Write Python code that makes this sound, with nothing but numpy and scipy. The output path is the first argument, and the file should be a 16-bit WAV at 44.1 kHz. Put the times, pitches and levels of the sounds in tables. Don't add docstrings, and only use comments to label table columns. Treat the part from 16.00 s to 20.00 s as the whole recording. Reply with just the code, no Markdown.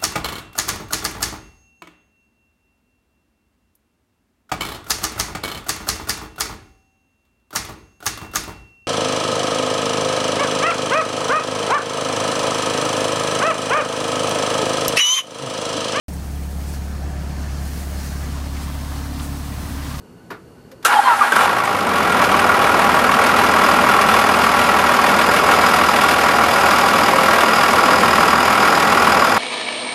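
import sys
import numpy as np
from scipy import signal
from scipy.fft import rfft, irfft, next_fast_len
from scipy.io import wavfile
from scipy.ndimage import uniform_filter1d, map_coordinates

SR = 44100
rng = np.random.default_rng(int(sys.argv[2]) if len(sys.argv) > 2 else 0)


def generate_wav(sig):
    pcm = np.round(np.clip(np.atleast_2d(sig).T, -1, 1) * 32767).astype(np.int16)
    wavfile.write(sys.argv[1], SR, pcm)


N = 176400
TIME_S = np.arange(N) / SR


def amp(db):
    return 10 ** (np.asarray(db) / 20)


def unit(x):
    return x / np.sqrt(np.mean(x ** 2) + 1e-20)


def curves(rows):
    times, *columns = np.transpose(rows)
    return [np.interp(TIME_S, times, column) for column in columns]


def wobble(rate_hz):
    return map_coordinates(rng.standard_normal(1024), [TIME_S * rate_hz + 2], mode="wrap")


def filtered(x, response):
    size = next_fast_len(N + SR // 2)
    return irfft(rfft(x, size) * response(np.fft.rfftfreq(size, 1 / SR)), size)[:N]


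def coloured(x, spectrum):
    points_hz, gain_db = np.transpose(spectrum)
    return unit(filtered(x, lambda hz: amp(np.interp(np.log(hz + 1), np.log(points_hz), gain_db))))


def band(x, centre_hz, half_octaves, power):
    return filtered(x, lambda hz: 1 / (1 + (np.log2((hz + 1) / centre_hz) / half_octaves) ** power))


def patchy(x, depth_db, cells):
    spectra = signal.stft(x, nperseg=1024)[2]
    field = rng.standard_normal(spectra.shape)
    field = uniform_filter1d(uniform_filter1d(field, cells, 0), cells, 1)
    return unit(signal.istft(spectra * amp(depth_db * unit(field)), nperseg=1024)[1][:N])


def puffs(firings, decay_cycles, steady, scatter_db):
    strength = amp(scatter_db * rng.standard_normal(1024))[firings.astype(int) % 1024]
    return rng.standard_normal(N) * (steady + strength * np.exp(-(firings % 1) / decay_cycles))


def exhaust(turns, turned, waver_db, jitter_turns):
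    # shaft_order, before_db, after_db
    harmonics = [(1, -14, -11.5), (2, 1.5, 1), (3, -17, -12), (4, -13, -8.5), (5, -14.5, -15.5),
                 (6, -17.5, -22.5), (7, -27.5, -13), (8, -21.5, -10.5), (10, -29, -26)]
    tones = np.zeros(N)
    phase = 2 * np.pi * (turns + jitter_turns * wobble(22))
    for order, before_db, after_db in harmonics:
        level_db = before_db + turned * (after_db - before_db) + waver_db * wobble(7) * (order > 2)
        dispersion = (order - 2) ** 2 / 6
        tones += amp(level_db) * np.cos(order * phase + dispersion)
    return np.sqrt(2) * tones


def idling_engine(shaft_hz=35.235, turning_s=(1.78, 3.03)):
    # time_s, tones_db, rumble_db
    levels = [(.1, -30, -33.5), (.55, -27.5, -35), (1.1, -27.5, -33.5), (1.7, -28, -32.5), (2.3, -27, -33),
              (2.8, -28.5, -33), (3.35, -29.5, -32), (4, -30, -31.5)]
    # frequency_hz, gain_db
    rumble_before = [(20, -37), (42, -29), (61, 1), (85, -2), (125, -2.5), (172, 1), (210, -5.5), (295, -6),
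                     (370, -14.5), (600, -25.5), (1500, -45)]
    # frequency_hz, gain_db
    rumble_after = [(20, -35), (42, -20), (61, 2), (100, 3.5), (150, 1.5), (205, 0), (250, -1.5), (300, -3),
                    (345, -13.5), (400, -21), (600, -34), (1500, -60)]
    # frequency_hz, gain_db
    block = [(200, -27), (370, -4), (500, -3.5), (610, -3), (740, -3.5), (880, -3.5), (1100, -16),
             (2500, -40)]
    tones_db, rumble_db = curves(levels)
    turns = np.cumsum(shaft_hz + .11 * wobble(5)) / SR
    turned = np.interp(TIME_S, turning_s, [0, 1])
    gas = puffs(2 * turns, decay_cycles=.5, steady=.58, scatter_db=.9)
    rumble = (1 - turned) * coloured(gas, rumble_before) + turned * coloured(gas, rumble_after)
    thrum_db = -45 + .77 * wobble(8.1)
    thrum = coloured(puffs(2 * turns, decay_cycles=.42, steady=.7, scatter_db=2.5), block)
    tones = exhaust(turns, turned, waver_db=1.25, jitter_turns=.0052)
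    return amp(tones_db - .5) * tones + amp(rumble_db - 1.5) * rumble + amp(thrum_db) * thrum


def ringing(x, modes):
    def response(hz):
        return sum((-1) ** k * amp(db) * 1j * hz * width / (pitch ** 2 - hz ** 2 + 1j * hz * width)
                   for k, (pitch, width, db) in enumerate(modes))
    return unit(filtered(x, response))


def clatter(firing_hz=100.1, nearing_s=(2, 2.7)):
    # time_s, level_db, emphasis_db
    rattle_levels = [(.1, -50.5, 0), (.7, -47, -1), (1, -45.5, -0.5), (1.5, -43, -1), (1.75, -45.5, 2),
                     (2.25, -44, 1.5), (2.38, -39.5, -3.5), (2.5, -41.5, -1), (2.6, -41, -0.5),
                     (2.75, -41, 0.5), (3.45, -42, 0), (3.7, -41, 1.5), (4, -37.5, 1)]
    # frequency_hz, gain_db
    far_spectrum = [(400, -21), (850, -5), (1050, -2), (1220, 2.5), (1400, 1), (1700, 0.5), (2100, -3),
                    (2800, -7.5), (3700, -14), (6000, -18.5), (12000, -42)]
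    # frequency_hz, gain_db
    near_spectrum = [(400, -22), (800, -3.5), (1060, 0.5), (1400, -2.5), (1750, -4), (2150, -8.5),
                     (2700, -11), (3600, -9.5), (6000, -16), (12000, -45)]
    # time_s, level_db
    ring_levels = [(.1, -48), (.85, -49), (1.0, -43), (1.42, -43), (1.7, -46.5), (2.2, -44), (2.6, -45.5),
                   (3, -43.5), (4, -45)]
    # pitch_hz, bandwidth_hz, far_db, near_db
    modes = [(460, 17, -2, -4), (535, 8.8, -5, -7), (602, 34, -0.5, -3), (724, 20.5, 3, 1.5),
             (777, 12, -0.5, -0.5), (944, 30, -5, -1.5), (1052, 30, -7.5, -2), (1180, 43, -8, -3),
             (1537, 31, -10, -11), (1694, 35, -7.5, -10), (1767, 34, -7.5, -8), (2020, 58, -25, -11)]
    rattle_db, emphasis_db = curves(rattle_levels)
    ring_db, = curves(ring_levels)
    near = np.interp(TIME_S, nearing_s, [0, 1])
    firings = np.cumsum(firing_hz + 3 * wobble(6)) / SR
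    knocks = puffs(firings, decay_cycles=.5, steady=1, scatter_db=2.5)
    rattle = (1 - near) * coloured(knocks, far_spectrum) + near * coloured(knocks, near_spectrum)
    rattle = patchy(rattle, depth_db=2.5, cells=3)
    rattle += (amp(emphasis_db) - 1) * band(rattle, centre_hz=1740, half_octaves=.31, power=4)
    blows = puffs(firings, decay_cycles=.32, steady=.53, scatter_db=2)
    far_modes, near_modes = np.array(modes)[:, :3], np.array(modes)[:, [0, 1, 3]]
    ring = (1 - near) * ringing(blows, far_modes) + near * ringing(blows, near_modes)
    return amp(rattle_db + .51 * wobble(45)) * rattle + amp(ring_db) * ring


def grains(rate_hz, spread_db):
    hits = rng.random(N) < rate_hz / SR
    return unit(hits * rng.standard_normal(N) * amp(spread_db * rng.standard_normal(N)))


def tyres():
    # time_s, slush_db, spray_db
    levels = [(0.1, -48.5, -49), (0.14, -48, -49), (0.18, -50, -50.5), (0.56, -49.5, -49.5),
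              (0.75, -46, -48.5), (0.81, -48.5, -51), (1.11, -49.5, -55), (1.55, -45, -53),
              (1.65, -45.5, -46.5), (1.83, -43.5, -45.5), (1.89, -46, -46.5), (2.08, -42, -45),
              (2.1, -44.5, -46), (2.38, -44.5, -49.5), (2.52, -47, -48.5), (2.64, -43, -47),
              (2.66, -47.5, -47), (3.08, -45, -47), (3.12, -48.5, -48.5), (3.23, -43.5, -44.5),
              (3.31, -47, -46), (4.0, -45, -45)]
    # frequency_hz, gain_db
    slush_spectrum = [(1000, -6.5), (2800, -4.5), (3950, -3.5), (4300, 1), (4750, -1), (5200, 0),
                      (5800, -1), (6500, -0.5), (7200, -4), (9500, -7.5), (12000, -17.5), (16000, -41)]
    # frequency_hz, gain_db
    spray_spectrum = [(2500, 1), (6000, -11.5), (8000, 1.5), (10000, 0.5), (12500, 0), (16000, -1.5)]
    slush_db, spray_db = curves(levels)
    churn = rng.standard_normal(N) + .44 * grains(rate_hz=2500, spread_db=3.5)
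    slush = patchy(coloured(churn, slush_spectrum), depth_db=1.7, cells=4)
    droplets = rng.standard_normal(N) + .48 * grains(rate_hz=3200, spread_db=2)
    spray = coloured(droplets, spray_spectrum)
    flutter = amp(.58 * wobble(35.03))
    return flutter * (amp(slush_db + 1.5) * slush + amp(spray_db + 3.5) * spray)


def ice_crunches():
    # peak_s, width_s, level_db, pitch_hz
    pieces = [(0.139, .012, -44, 8900), (.69, .035, -46, 7800), (0.737, 0.027, -45.5, 5000),
              (0.74, .025, -46, 9500), (1.496, .03, -53, 2300), (1.78, .06, -49, 13000),
              (2.064, 0.013, -50, 6000), (2.57, 0.029, -42, 2180), (2.63, .02, -45, 10100),
              (3.164, .01, -40, 3700), (3.199, .007, -37, 3440), (3.235, .035, -44, 9100)]
    crunches = np.zeros(N)
    for peak_s, width_s, level_db, pitch_hz in pieces:
        crackle = band(grains(rate_hz=8300, spread_db=2), pitch_hz, half_octaves=.36, power=2)
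        swell = np.exp(-2 * ((TIME_S - peak_s) / width_s) ** 2)
        crunches += amp(level_db) * unit(crackle) * swell
    return crunches


def scene():
    return (idling_engine() + clatter() + tyres() + ice_crunches())[None]


def record(dry):
    start_s, cutoff_hz = .083, 15800
    gated = dry[0] * (TIME_S > start_s)
    return filtered(gated, lambda hz: np.clip((cutoff_hz - hz) / 300 + .5, 0, 1))[None]


dry = scene()
out = record(dry)
generate_wav(out)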